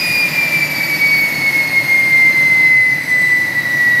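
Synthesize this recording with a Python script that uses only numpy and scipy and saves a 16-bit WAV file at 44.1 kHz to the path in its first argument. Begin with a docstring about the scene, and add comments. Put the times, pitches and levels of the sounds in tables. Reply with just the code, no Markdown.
"""In an open yard, a small jet turbine in a parked car slows down towards idle.
The burner rumbles and booms, hot gas rushes out, and the jet's hiss dies back.
Air rings in the intake duct. Above it all the spinning compressor blades whine:
their tone and its overtones sink in pitch, swelling and fading in the moving air."""
import sys
import numpy as np
from scipy import signal
from scipy.fft import rfft, irfft
from scipy.io import wavfile
from scipy.ndimage import uniform_filter1d, minimum_filter1d

SR = 44100
rng = np.random.default_rng(int(sys.argv[2]) if len(sys.argv) > 2 else 0)


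def unload_audio(sound):
    """Save the sound as a 16-bit wav file, at the path given as the first command line argument."""
    columns = np.transpose(np.atleast_2d(sound))
    # keep every value between -1 and 1, then stretch to whole-number steps
    steps = np.round(np.clip(columns, -1, 1) * 32767)
    wavfile.write(sys.argv[1], SR, steps.astype(np.int16))


N = 176400  # 4 seconds


def undb(db):
    """Turn decibels into a gain, the number a signal is multiplied by."""
    return 10 ** (np.asarray(db) / 20)


def unit(x):
    """Scale a signal to an average size (rms) of 1."""
    return x / np.sqrt(np.mean(np.abs(x) ** 2))


def curve(table, t, column=1):
    """A gain over time that joins up a table's levels in dB."""
    rows = np.array(table, float)
    return np.interp(t, rows[:, 0], undb(rows[:, column]))


def fade(start_db, end_db):
    """A gain that slides evenly in dB from start to end."""
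    return undb(np.linspace(start_db, end_db, N))


def noise(gain):
    """Noise of size 1, shaped by a gain for each frequency."""
    hz = np.maximum(np.fft.rfftfreq(N, 1 / SR), 1)
    return unit(irfft(rfft(rng.standard_normal(N)) * gain(hz), N))


def coloured(points):
    """Noise of size 1, shaped by points of frequency and level."""
    hz, db = np.array(points, float).T
    return noise(lambda f: undb(np.interp(np.log(f), np.log(hz), db)))


def wander(rate_hz):
    """A random drift of size 1; a higher rate moves faster."""
    return noise(lambda f: 1 / (1 + (f / rate_hz) ** 2) ** 2)


def scattered(share):
    """Moving air adds a share of wandering strength and phase to a steady wave."""
    return unit(1 + share * (wander(rate_hz=41.5) + 1j * wander(rate_hz=41.5)))


def flicker():
    """Swirling flow makes quick, small changes of level."""
    return undb(0.76 * wander(rate_hz=16))


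def eddies(width_hz):
    """Swirls of air smear a tone into a band of noise."""
    shape = lambda f: 1 / (1 + (f / width_hz) ** 2)
    return unit(noise(shape) + 1j * noise(shape))


def spin(hz):
    """A point circling at the given pitch; its imaginary part is a sine wave."""
    return np.exp(2j * np.pi * np.cumsum(hz) / SR)


def burner(t):
    """The flame booms unevenly in one low resonance that sinks and weakens as the flow slows."""
    hz = np.linspace(164.9, 129.3, N)
    surge = wander(rate_hz=42) + 1j * wander(rate_hz=42)
    return undb(-32.5 - 1.1 * t) * np.imag(surge * spin(hz))


def exhaust(t):
    """The burner rumbles, hot gas rushes out and the jet hisses."""
    # Loudness of rumble, rush and hiss; they dip near 2.8 s as the recorder turns down for the loud
    # whine. Each row: time in seconds, then relative rumble, rush and hiss levels in dB.
    levels = [(0, -32.5, -32, -30), (.5, -32, -32, -30.5), (1.9, -32, -32.5, -33.5),
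              (2.64, -32.5, -33.5, -36), (2.76, -36.5, -37.5, -42), (3.1, -34, -36, -36.5),
              (4, -32.5, -34, -35.5)]
    # The tone colours of the three noises. Each row: frequency in Hz, relative level in dB.
    rumble_colour = [(25, -50), (38, -44), (65, -20), (100, -7.5), (135, -2), (215, -1.5), (270, -1),
                     (325, 0), (400, -12), (520, -28), (900, -58)]
    rush_colour = [(50, -45), (200, -21), (430, -6.5), (500, -1.5), (590, 0.5), (750, -4), (900, -1.5),
                   (1200, -6.5), (1600, -5), (2600, -8), (3250, -15), (5000, -26)]
    hiss_colour = [(300, -40), (2000, -20), (3250, 0.5), (3700, 7), (5500, 3.5), (6300, 2), (7000, -1.5),
                   (9000, -5), (10500, 1), (12000, -1.5), (13600, 5.5), (14600, 0.5), (15700, -4)]
    rumble = undb(-0.5) * curve(levels, t, column=1) * coloured(rumble_colour)
    rush = undb(2.5) * curve(levels, t, column=2) * coloured(rush_colour)
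    hiss = curve(levels, t, column=3) * coloured(hiss_colour) * flicker()
    return rumble + rush + hiss


def intake():
    """Air rings the duct's resonances, most of them more weakly as the rotor slows."""
    # The resonances. Each row: frequency in Hz, width in Hz, start level in dB, end level in dB.
    resonances = [(2010, 660, -26, -29), (2560, 820, -29.5, -51), (4345, 800, -42.5, -42.5),
                  (4880, 1100, -33, -46.5)]
    out = np.zeros(N)
    for hz, width, start_db, end_db in resonances:
        band = lambda f: 1 / (1 + ((f - hz ** 2 / f) / width) ** 2) ** 2
        out += fade(start_db, end_db) * flicker() * noise(band)
    return out


def overtones(t, turn):
    """The blades' higher tones come and go, each in a halo of noise from swirling air."""
    # The overtones. Each row: multiple of the blade tone, base level in dB at the start and at the end.
    partials = [(3, -43.5, -50), (4, -46.5, -51.5), (5, -40, -51.5), (6, -39, -55.5), (7, -49, -49),
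                (8, -53, -49)]
    # Brief swells of one overtone. Each row: peak time in seconds, multiple of the blade tone,
    # half-length in seconds, lift in dB.
    flares = [(.1, 4, 0.19, 12.5), (.85, 5, .14, 5), (1.15, 6, .35, 6), (1.93, 6, .1, 7),
              (1.95, 4, 0.066, 5), (3.198, 4, 0.31, 8), (3.3, 7, .12, 4), (3.8, 7, .2, 5)]
    out = np.zeros(N, complex)
    for multiple, start_db, end_db in partials:
        flare_db = sum(lift * np.exp(-((t - at) / length) ** 2)
                       for at, which, length, lift in flares if which == multiple)
        swell = undb(1.5 * wander(rate_hz=4.4))
        tone = undb(flare_db) * unit(swell * scattered(share=0.77))
        halo = undb(-5.5) * eddies(width_hz=180)
        out += fade(start_db, end_db) * (tone + halo) * turn ** multiple
    return out


def compressor(t):
    """The spinning blades make a whine that sinks as they coast towards idle."""
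    # Loudness of the blade tone and of its octave. Each row: time in seconds, relative level in dB.
    whine_levels = [(0.0, -23), (0.25, -12.5), (0.29, -35), (0.33, -37), (0.39, -13.5), (0.51, -20),
                    (0.55, -9.5), (0.6, -24.5), (0.62, -12.5), (0.66, -24), (0.79, -18.5), (0.81, -13.5),
                    (0.88, -28), (0.93, -14.5), (0.98, -39), (1.02, -10.5), (1.11, -14), (1.14, -11),
                    (1.35, -24.5), (1.49, -12.5), (1.52, -25), (1.56, -11.5), (1.71, -25), (1.78, -8),
                    (1.82, -23), (1.96, -10.5), (2.12, -15.5), (2.14, -8.5), (2.31, -8.5), (2.33, -21.5),
                    (2.35, -11), (2.51, -11.5), (2.73, -7.5), (3.06, -41), (3.13, -11), (3.3, -14.5),
                    (3.32, -10), (3.46, -19), (3.55, -25), (3.59, -11), (3.62, -37), (3.64, -17.5),
                    (3.93, -10), (4.0, -11)]
    octave_levels = [(0.0, -24.5), (0.46, -40), (0.83, -31.5), (0.87, -38), (1.13, -29), (1.3, -38.5),
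                     (1.38, -30), (1.81, -39), (2.62, -39), (2.86, -45), (3.91, -41), (4.0, -36)]
    start_hz, idle_hz, slowing_s, wobble_hz = 2460, 1698, 3.42, 1.496
    hz = idle_hz + (start_hz - idle_hz) * np.exp(-t / slowing_s)
    turn = spin(hz + wobble_hz * wander(rate_hz=7.57))
    swirl = undb(-27.5 + 0.4 * t) * eddies(width_hz=62)  # rough air on the blades
    whine = curve(whine_levels, t) * scattered(share=0.1)
    octave = undb(2) * curve(octave_levels, t) * scattered(share=0.61)
    tones = (whine + swirl) * turn + octave * turn ** 2 + overtones(t, turn)
    return np.sqrt(2) * np.imag(tones)


def scene():
    """The whole engine, heard from in front of the car, in one channel."""
    t = np.arange(N) / SR
    return (compressor(t) + intake() + burner(t) + exhaust(t))[None, :]


def record(dry):
    """The microphone dulls the highest treble; the recorder holds down peaks and cuts the top."""
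    # The microphone's treble response. Each row: frequency in Hz, gain in dB.
    microphone = [(13500, 0), (14100, -4), (14700, -5), (15700, -15)]
    ceiling_db, hold_s, top_hz = -3, 0.012, 15750
    hz, db = np.array(microphone, float).T
    response = undb(np.interp(np.fft.rfftfreq(N, 1 / SR), hz, db))
    heard = irfft(rfft(dry) * response, N)
    hold = int(hold_s * SR)
    overshoot = np.maximum(np.abs(heard) / undb(ceiling_db), 1)
    gain = uniform_filter1d(minimum_filter1d(1 / overshoot, hold), hold)  # dips smoothly at each peak
    low_pass = signal.ellip(10, .1, 80, top_hz, fs=SR, output="sos")
    return signal.sosfilt(low_pass, heard * gain)


dry = scene()
out = record(dry)
unload_audio(out)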